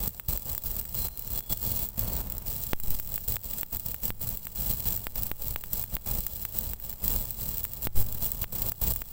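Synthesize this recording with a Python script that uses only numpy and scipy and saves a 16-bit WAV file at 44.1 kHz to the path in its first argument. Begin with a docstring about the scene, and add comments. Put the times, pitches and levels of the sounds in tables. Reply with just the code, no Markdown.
"""Outdoors, close to a large steel pipe: a stick electrode burns on its seam.
The arc sizzles in countless tiny spatter bursts (shaped noise and clicks) and roars into the hollow
pipe (deeper noise with resonances). A few times a second a molten drop bridges the gap with a pop
(a click, often with a push of air), and most drops choke the arc for a moment. At listed times it
flares up from its simmer. Thin whistles, soft whoomps and a low background complete the scene."""
import sys
import numpy as np
from scipy import signal
from scipy.fft import rfft, irfft
from scipy.io import wavfile
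from scipy.ndimage import uniform_filter1d

SR = 44100
rng = np.random.default_rng(int(sys.argv[2]) if len(sys.argv) > 2 else 0)


def bounce(signal):
    """Save signal as a 16-bit WAV file at the path given by the first command-line argument."""
    frames = np.transpose(np.atleast_2d(signal))
    limited = np.clip(frames, -1, 1)
    pcm = np.round(limited * 32767).astype(np.int16)
    wavfile.write(sys.argv[1], SR, pcm)


N = 402191  # length in samples

# The arc simmering between flares, levels before each layer's own trim: start_s, sizzle_db, gas_db
SIMMER_LEVELS = [(0, -40, -57.5), (1.2, -40, -54.5), (1.6, -37, -55.5), (2.3, -43.5, -50.5),
                 (2.8, -36.5, -55.5), (4.4, -41.5, -57.5), (4.8, -36, -52.5), (5.7, -42, -57),
                 (6.3, -37, -55), (7.22, -34.5, -49), (7.33, -41.5, -56.5), (7.7, -39, -54),
                 (8.1, -39, -52), (8.35, -39.5, -52.5), (9.1, -39, -57.5)]
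# The arc flaring up, same levels: start_s, length_s, sizzle_db, gas_db, swell_db (from start to end)
ARC_FLARES = [(0, 0.079, -33.5, -46, 6), (.282, 0.081, -32, -46.5, -0.5), (0.461, .088, -35, -49, -1),
              (0.637, .178, -36, -51, 1), (0.942, 0.13, -32.5, -48, 2), (1.264, 0.1295, -35.5, -50.5, 8.5),
              (1.495, .04, -29.5, -45.5, 3.5), (1.621, 0.23, -32, -47.5, 2), (1.975, 0.24, -35, -45, 2.5),
              (2.461, 0.25, -35.5, -51.5, -3.5), (2.833, 0.12, -37, -51, 6.5),
              (3.064, 0.088, -40.5, -54, 9), (3.278, 0.085, -32, -48.5, -3), (3.439, 0.16, -36.5, -53.5, 6),
              (3.722, 0.049, -34, -48, -1), (3.849, 0.064, -36, -52.5, 1), (4.03, 0.079, -33, -49.5, -10.5),
              (4.205, 0.15, -36, -51, -2), (4.557, 0.18, -31.5, -48, 7.5),
              (4.854, 0.098, -30.5, -46.5, -3.5), (5.155, 0.14, -37, -50.5, -7),
              (5.395, 0.13, -37, -52, 3.5), (5.72, 0.11, -33.5, -50, 0.5), (5.921, .036, -37.5, -48.5, 0),
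              (6.058, .14, -33.5, -46, -2.5), (6.539, 0.2, -36.5, -50.5, -2.5), (6.83, 0.11, -40, -55, 3.5),
              (7.027, 0.14, -31, -44, 2.5), (7.387, 0.22, -35, -51, 0), (7.824, 0.049, -33, -50.7, 4),
              (7.954, 0.073, -32, -45, -1.5), (8.217, 0.073, -31.5, -48.5, -4.5),
              (8.41, .031, -29.5, -46.5, 11), (8.523, 0.17, -33.5, -47, 6.5),
              (8.813, 0.11, -29.5, -44, 1.5)]
# Drops bursting in the gap: time_s, snap_db, tick_db (treble, before sharpening),
# push_full_scale (start of the slow air swing), choke_db (only values above 0 choke the arc)
DROP_POPS = [(0.0922, -36, -10, 0, 6.5), (0.198, -18.5, -8, 0.00026, 14.5), (0.3752, -24, -4, -0.0012, 2),
             (0.55, -23, -3, -0.0011, 0.5), (0.5795, -22, -1.5, -0.006, 5.5), (0.8132, -29, -8, 0.0021, 3),
             (0.8533, -28, -12, 0, -0.5), (1.0847, -24, -7, -0.0023, 9), (1.4065, -27, -9, -0.00069, 10.5),
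             (1.8888, -38, -7.5, 0, 8.5), (2.3816, -32, -4.5, -0.005, 4), (2.7331, -15, -5, 0.067, 14),
             (2.8007, -31, -7, 0.0038, 4), (2.9991, -23, -3.5, 0.005, 6), (3.179, -18, -7, -0.0007, 5),
             (3.367, -13.5, -6, -0.0062, 11.5), (3.6321, -15.5, -4.5, 0.01, 13),
             (3.7695, -35, -4.5, -0.0019, 5), (3.9445, -19, -5.5, 0.0017, 4.5),
             (4.1046, -15.5, -7, 0.021, 15), (4.3727, -32, -7, 0, 4), (4.4697, -19.5, -9, 0.0015, 6.5),
             (4.9754, -26, -6, -0.0018, 3), (5.0692, -9, -7, -0.024, 11), (5.3156, -17, -4.5, 0.025, 11.5),
             (5.5606, -8.5, -4.5, -0.021, 4), (5.6387, -18.5, -8, -0.0021, 3),
             (5.8398, -21, -5, -0.0037, 5), (5.9677, -15.5, -9, 0.01, 12.5), (6.2665, -21, -1, -0.00092, 2),
             (6.452, -16.5, -1.5, 0.00062, 8), (6.7346, -18.5, -7, -0.0083, 16.5), (6.8002, -31, -14, 0, 3),
             (6.9282, -28, -11, 0, 15), (7.6515, -18, -4.5, -0.0012, 6), (7.871, -20, -8, 0.046, 20),
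             (8.4424, -12, -18, -0.013, 12.5), (8.72, -17.5, -4.5, -0.0077, 11),
             (8.9613, -22, -2, -0.0044, -5), (9.019, -15, -6.5, -0.011, 9)]
# The loudest bursts of spatter, before sharpening: time_s, energy_db
LOUD_CRACKS = [(0.6379, -7.5), (0.6692, -4), (0.7977, -3), (1.1746, -9), (1.1943, -6.5), (1.3773, -7),
               (1.5228, -4), (1.6295, -5), (1.7667, -5), (1.9939, 1.5), (2.3003, -7), (2.3227, -6),
               (2.637, -5), (2.906, -0.5), (3.075, -8.5), (3.1417, -3), (3.1592, -2), (3.4358, -14),
               (3.6111, -3), (3.7975, -6), (3.9159, -7), (4.038, -13), (4.2904, -3.5), (4.454, -10),
               (4.7025, -1), (4.804, -6), (4.9654, -3), (5.2343, -2), (5.2681, -5.5), (5.4826, -4),
               (5.7327, 0), (5.9526, -3), (6.1865, -6), (6.2063, -5.5), (6.588, 2), (6.8968, -6),
               (7.0802, 4), (7.162, 0), (7.3077, -3.5), (7.5822, -2.5), (7.6421, -2.5), (7.7353, -5.5),
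               (7.8223, -8), (8.0055, -4), (8.125, -7), (8.2442, -3), (8.3183, -1.5), (8.6958, -2),
               (8.839, 2), (8.9375, -5)]
# Thin whistles driven by the arc, before flutter: start_s, length_s, pitch_hz, level_db (against the sizzle)
ARC_WHISTLES = [(0.93, 0.34, 4130, -14.5), (1.22, 0.26, 4180, -22), (1.335, 0.24, 3390, -14.5),
                (1.6, 0.3, 3420, -25), (1.3, 0.6, 4360, -24), (1.95, 0.3, 4405, -22)]
# Gas whoomps as the arc lights again, before roughness and smoothing:
# start_s, pressure_full_scale, length_s
GAS_WHOOMPS = [(2.88, -0.12, 0.078), (7.95, -0.09, 0.15), (7.973, -0.095, 0.03)]

# Tone colours. Only the differences between levels matter, because shaped() sets the loudness.
# Sizzle: pitch_hz, level_db (per Hz)
SIZZLE_COLOUR = [(300, -38.5), (2300, -31.5), (4000, -17), (6800, -27.5), (7600, -13.5), (8300, -16),
                 (8900, -26), (10200, -22.7), (12400, -14.5), (14000, -12.5), (15400, 0.5), (16000, -7.5)]
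# Peaks and notches that the nearby steel puts into the sizzle: pitch_hz, width_hz, height_db
STEEL_REFLECTIONS = [(2336, 99, 4.5), (2918, 169, 4.4), (3060, 116, -7.8), (3413, 64, 6.5),
                     (3481, 50, -6.0), (3719, 304, -10.8), (4429, 197, -9.3), (5246, 95, -4.1),
                     (6105, 399, 7.9), (6129, 117, -11.0), (6766, 212, 7.4), (6959, 50, -7.3),
                     (7188, 64, -4.1), (8645, 67, -4.7), (9287, 57, -4.7), (9554, 294, 6.0),
                     (9725, 160, -8.0), (10082, 111, -10.6), (10679, 93, -9.4), (10909, 164, 4.9),
                     (11536, 201, -5.9), (12688, 143, 4.9), (12943, 114, -5.5), (13400, 118, -6.4),
                     (13851, 62, -4.2), (14536, 75, -4.6)]
# Roar of the gas: pitch_hz, level_db (per Hz)
ROAR_COLOUR = [(60, -8.5), (200, -14), (290, -3), (470, 1.5), (700, -1), (1000, -4.5), (1500, -12.5),
               (2500, -16.5), (6000, -22.5)]
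# Rumble in the pipe: pitch_hz, level_db (per Hz)
RUMBLE_COLOUR = [(10, -7.5), (30, 1.5), (60, -2.5), (110, -7.5), (165, -11.5), (235, -12.5), (280, -26.5),
                 (1000, -50.5)]
# Air resonances of the pipe: pitch_hz, width_hz, height_db
PIPE_RESONANCES = [(33, 10, 4), (52, 8, 5), (70, 7, 5), (86, 14, -3), (104, 9, 8), (126, 10, 3),
                   (186, 12, 3)]
# Snap of a drop: pitch_hz, level_db (per Hz)
SNAP_COLOUR = [(60, 7), (300, -3.5), (800, -0.5), (1700, 1), (2800, -0.5), (4200, -7), (6000, -20),
               (12000, -20)]
# Steady background of the site: pitch_hz, level_db (per Hz)
SITE_COLOUR = [(10, -18), (35, 3.5), (100, -8), (200, -11), (300, -22.5), (700, -26.5), (2000, -36),
               (8000, -41), (16000, -72)]

SITE_DB = -56  # background loudness
CUTOFF_HZ = 15850  # top of the treble
FLASH_DB, FLASH_S = 2, 0.079  # every flare lights with a brief overshoot
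RECOVER_S = 0.11  # time the arc needs to come back after a drop has choked it
GAS_CHOKE_SHARE = 0.76  # the gas roar sinks less than the sizzle
DROP_SHORT_S, DROP_SHORT_DB = 0.0083, -7.5  # a drop shorts the arc just before it bursts
TIME = np.arange(N) / SR  # seconds
GRID_HZ = np.maximum(np.arange(16385) * SR / 32768, 1)


def from_db(db):
    """Turn decibels into a gain."""
    return 10 ** (np.asarray(db) / 20)


def colour(spectrum, resonances=()):
    """Gain over frequency: a broad shape with peaks and notches on it."""
    hz, db = np.transpose(spectrum)
    shape_db = np.interp(np.log(GRID_HZ), np.log(hz), db)
    for centre_hz, width_hz, height_db in resonances:
        offset = 2 * (GRID_HZ - centre_hz) / width_hz
        shape_db = shape_db + height_db / (1 + offset ** 2)
    return from_db(shape_db)


def shaped(x, gain, band):
    """Filter that never sounds early (minimum phase); unit white noise gets rms 1 inside the band (Hz)."""
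    inside = (GRID_HZ > band[0]) & (GRID_HZ < band[1])
    band_rms = np.sqrt(np.mean(gain ** 2 * inside))
    # folding the cepstrum packs the response as early as possible
    cepstrum = irfft(np.log(gain / band_rms))
    half = len(cepstrum) // 2
    cepstrum[1:half] *= 2
    cepstrum[half + 1:] = 0
    response = irfft(np.exp(rfft(cepstrum)))[:half]
    return signal.fftconvolve(x, response)[:N]


def lag(x, seconds):
    """Smoothing: the output follows the input with a delay, like a sluggish needle."""
    keep = np.exp(-1 / (seconds * SR))
    return signal.lfilter([1 - keep], [1, -keep], x + 1e-18)


def drift(rate):
    """Slow random wander with spread 1, heading for a new value `rate` times a second."""
    knots = rng.standard_normal(4096)
    wander = np.interp(TIME * rate, np.arange(len(knots)), knots)
    return wander * np.sqrt(3 / 2)  # makes up for the spread lost between knots


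def clicks(times, heights):
    """One single-sample impulse per event."""
    out = np.zeros(N)
    places = np.clip(np.round(times * SR).astype(int), 0, N - 1)
    np.add.at(out, places, heights)
    return out


def sharpen(x, amount):
    """Lean a sound to the treble by subtracting part of the previous sample."""
    return signal.lfilter([1, -amount], [1 + .8 * amount], x)


def just_before(events, seconds):
    """1 during the moment that leads up to each event, else 0."""
    gate = np.zeros(N)
    for s, *_ in events:
        gate[max(int((s - seconds) * SR), 0):max(int(s * SR), 0)] = 1
    return gate


def arc_state(settle_s=0.001):
    """Gains of sizzle and gas: the arc simmers, flares, is shorted by drops and choked by most of them."""
    s, sizzle_db, gas_db = np.transpose(SIMMER_LEVELS)
    sizzle_db, gas_db = np.interp(TIME, s, sizzle_db), np.interp(TIME, s, gas_db)

    choke_db = np.zeros(N)
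    for s, *_, depth_db in DROP_POPS:
        after = slice(int(s * SR), int((s + 3 * RECOVER_S) * SR))
        recovering = np.exp(-((TIME[after] - s) / RECOVER_S) ** 2)
        choke_db[after] = np.maximum(choke_db[after], depth_db * recovering)
    sizzle_db = sizzle_db - choke_db
    gas_db = gas_db - GAS_CHOKE_SHARE * choke_db

    # a flare replaces the simmer and any choking
    for s, length, flare_sizzle_db, flare_gas_db, swell_db in ARC_FLARES:
        burning = (TIME >= s) & (TIME < s + length)
        age = TIME[burning] - s
        shape_db = swell_db * (age / length - .5) + FLASH_DB * np.exp(-age / FLASH_S)
        sizzle_db[burning] = flare_sizzle_db + shape_db
        gas_db[burning] = flare_gas_db + shape_db

    short_db = DROP_SHORT_DB * just_before(DROP_POPS, DROP_SHORT_S)
    sizzle_level = lag(from_db(sizzle_db + short_db), settle_s)
    gas_level = lag(from_db(gas_db + GAS_CHOKE_SHARE * short_db), settle_s)
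    return sizzle_level, gas_level


def spatter(per_s=480, spread_db=4.0, burst_s=0.00041, clump_db=3.5, even_s=0.0434):
    """Power of the tiny bursts, mean about 1: clumped, each swelling and dying in about a millisecond."""
    born = rng.random(N) < per_s / SR
    own_size_db = spread_db * np.clip(rng.standard_normal(N), -2, 2)
    sizes = from_db(own_size_db + clump_db * drift(90))
    power = lag(lag(born * sizes ** 2, burst_s), burst_s)
    # dividing by the running average keeps the overall level even
    return power / (uniform_filter1d(power, int(even_s * SR)) + 1e-9)


def puffing_noise(level, bursts, spatter_share):
    """Noise of moving gas: one share of its power follows the spatter, the rest is steady."""
    power = 1 - spatter_share + spatter_share * bursts
    return level * np.sqrt(power) * rng.standard_normal(N)


def sizzle(level, bursts, fry_db=-0.8, suddenness=0.48, spark_per_s=70, spark_db=18.3,
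           scatter_db=-6.5, scatter_s=0.0017):
    """Frying, sparks, cracks and the ticks of the drops leave the same spot and glance off the pipe."""
    frying = puffing_noise(level, bursts, spatter_share=0.75)
    # sparks are single sharp snaps, most likely while the spatter is thick
    born = rng.random(N) < spark_per_s * bursts / SR
    sparks = level * born * from_db(spark_db)
    s, energy_db = np.transpose(LOUD_CRACKS)
    cracks = clicks(s, from_db(energy_db) * rng.choice([-1, 1], len(s)))
    s, _, tick_db, _, _ = np.transpose(DROP_POPS)
    ticks = clicks(s, from_db(tick_db))
    direct = from_db(fry_db) * frying + sharpen(sparks + cracks + ticks, suddenness)
    # ground, welder and pipe wall scatter a short diffuse tail
    scattered = np.sqrt(lag(direct ** 2, scatter_s)) * rng.standard_normal(N)
    mixed = direct + from_db(scatter_db) * scattered
    return shaped(mixed, colour(SIZZLE_COLOUR, STEEL_REFLECTIONS), band=(5000, CUTOFF_HZ))


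def roar(level, bursts, spatter_share=0.27, roar_db=-2.08):
    """Hot gas puffs out with the spatter, heard as noise in the midrange."""
    puffs = from_db(roar_db) * puffing_noise(level, bursts, spatter_share)
    return shaped(puffs, colour(ROAR_COLOUR), band=(250, 1500))


def rumble(level, bursts, spatter_share=0.63, rumble_db=9.5):
    """The heaving plume stirs the air in the pipe, which resonates at its own low pitches."""
    heaves = from_db(rumble_db) * puffing_noise(level, bursts, spatter_share)
    return shaped(heaves, colour(RUMBLE_COLOUR, PIPE_RESONANCES), band=(45, 250))


def site():
    """Low, even background rumble made of steady noise."""
    return from_db(SITE_DB) * shaped(rng.standard_normal(N), colour(SITE_COLOUR), band=(20, 16000))


def pops(small_db=-18.5, thin_hz=700, kick=3.14, kick_s=0.00055, swing_hz=4.91, recover_s=0.22):
    """A drop snaps; many also shove the air, a sharp kick and a pressure step that swings slowly back."""
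    s, snap_db, _, step, _ = np.transpose(DROP_POPS)
    # the smaller the drop, the less bass its snap has
    small = np.clip(.5 + (small_db - snap_db) / 10, 0, 1)
    heights = from_db(snap_db)
    bass = lag(clicks(s, small * heights), 1 / (2 * np.pi * thin_hz))
    snaps = clicks(s, heights) - bass
    sharp_kick = kick * np.exp(-TIME / kick_s)
    slow_swing = np.exp(-TIME / recover_s) * np.cos(2 * np.pi * swing_hz * TIME)
    shoves = signal.fftconvolve(clicks(s, step), sharp_kick + slow_swing)[:N]
    return shoves + shaped(snaps, colour(SNAP_COLOUR), band=(900, 3000))


def spits(snap_db=-37.0, growth=0.32):
    """Every loud burst of spatter carries a faint snap of its own in the midrange."""
    s, energy_db = np.transpose(LOUD_CRACKS)
    snaps = clicks(s, from_db(snap_db + growth * energy_db))
    return shaped(snaps, colour(SNAP_COLOUR), band=(900, 3000))


def whistles(level, waver_hz=6.7, flutter_db=1.0):
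    """Thin, wavering sine tones swell and fade, and rise and fall with the arc that drives them."""
    out = np.zeros(N)
    for s, length, hz, db in ARC_WHISTLES:
        progress = np.clip((TIME - s) / length, 0, 1)
        swell = np.sqrt(np.abs(np.sin(np.pi * progress)))
        phase = 2 * np.pi * np.cumsum(hz + waver_hz * drift(60)) / SR
        out += swell * from_db(db + flutter_db * drift(51)) * np.sin(phase)
    return level * out


def whoomps(rough=0.074, rise_s=0.0034):
    """A ragged push of air, as the arc lights again, that dies away."""
    push = np.zeros(N)
    for s, height, length in GAS_WHOOMPS:
        push += height * (TIME > s) * np.exp(-((TIME - s) / length) ** 2)
    return lag(push * (1 + rough * drift(170)), rise_s)


def scene():
    """The arc and its drops over the background, as one channel."""
    sizzle_level, gas_level = arc_state()
    bursts = spatter()
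    arc = sizzle(sizzle_level, bursts) + roar(gas_level, bursts) + rumble(gas_level, bursts)
    events = pops() + spits() + whistles(sizzle_level) + whoomps()
    return (arc + site() + events)[None]


def record(dry):
    """Cut the top steeply with a short filter, so that clicks stay crisp."""
    low_pass = signal.firwin(301, CUTOFF_HZ, fs=SR)
    return signal.fftconvolve(dry, low_pass[None], mode="same")


dry = scene()
out = record(dry)
bounce(out)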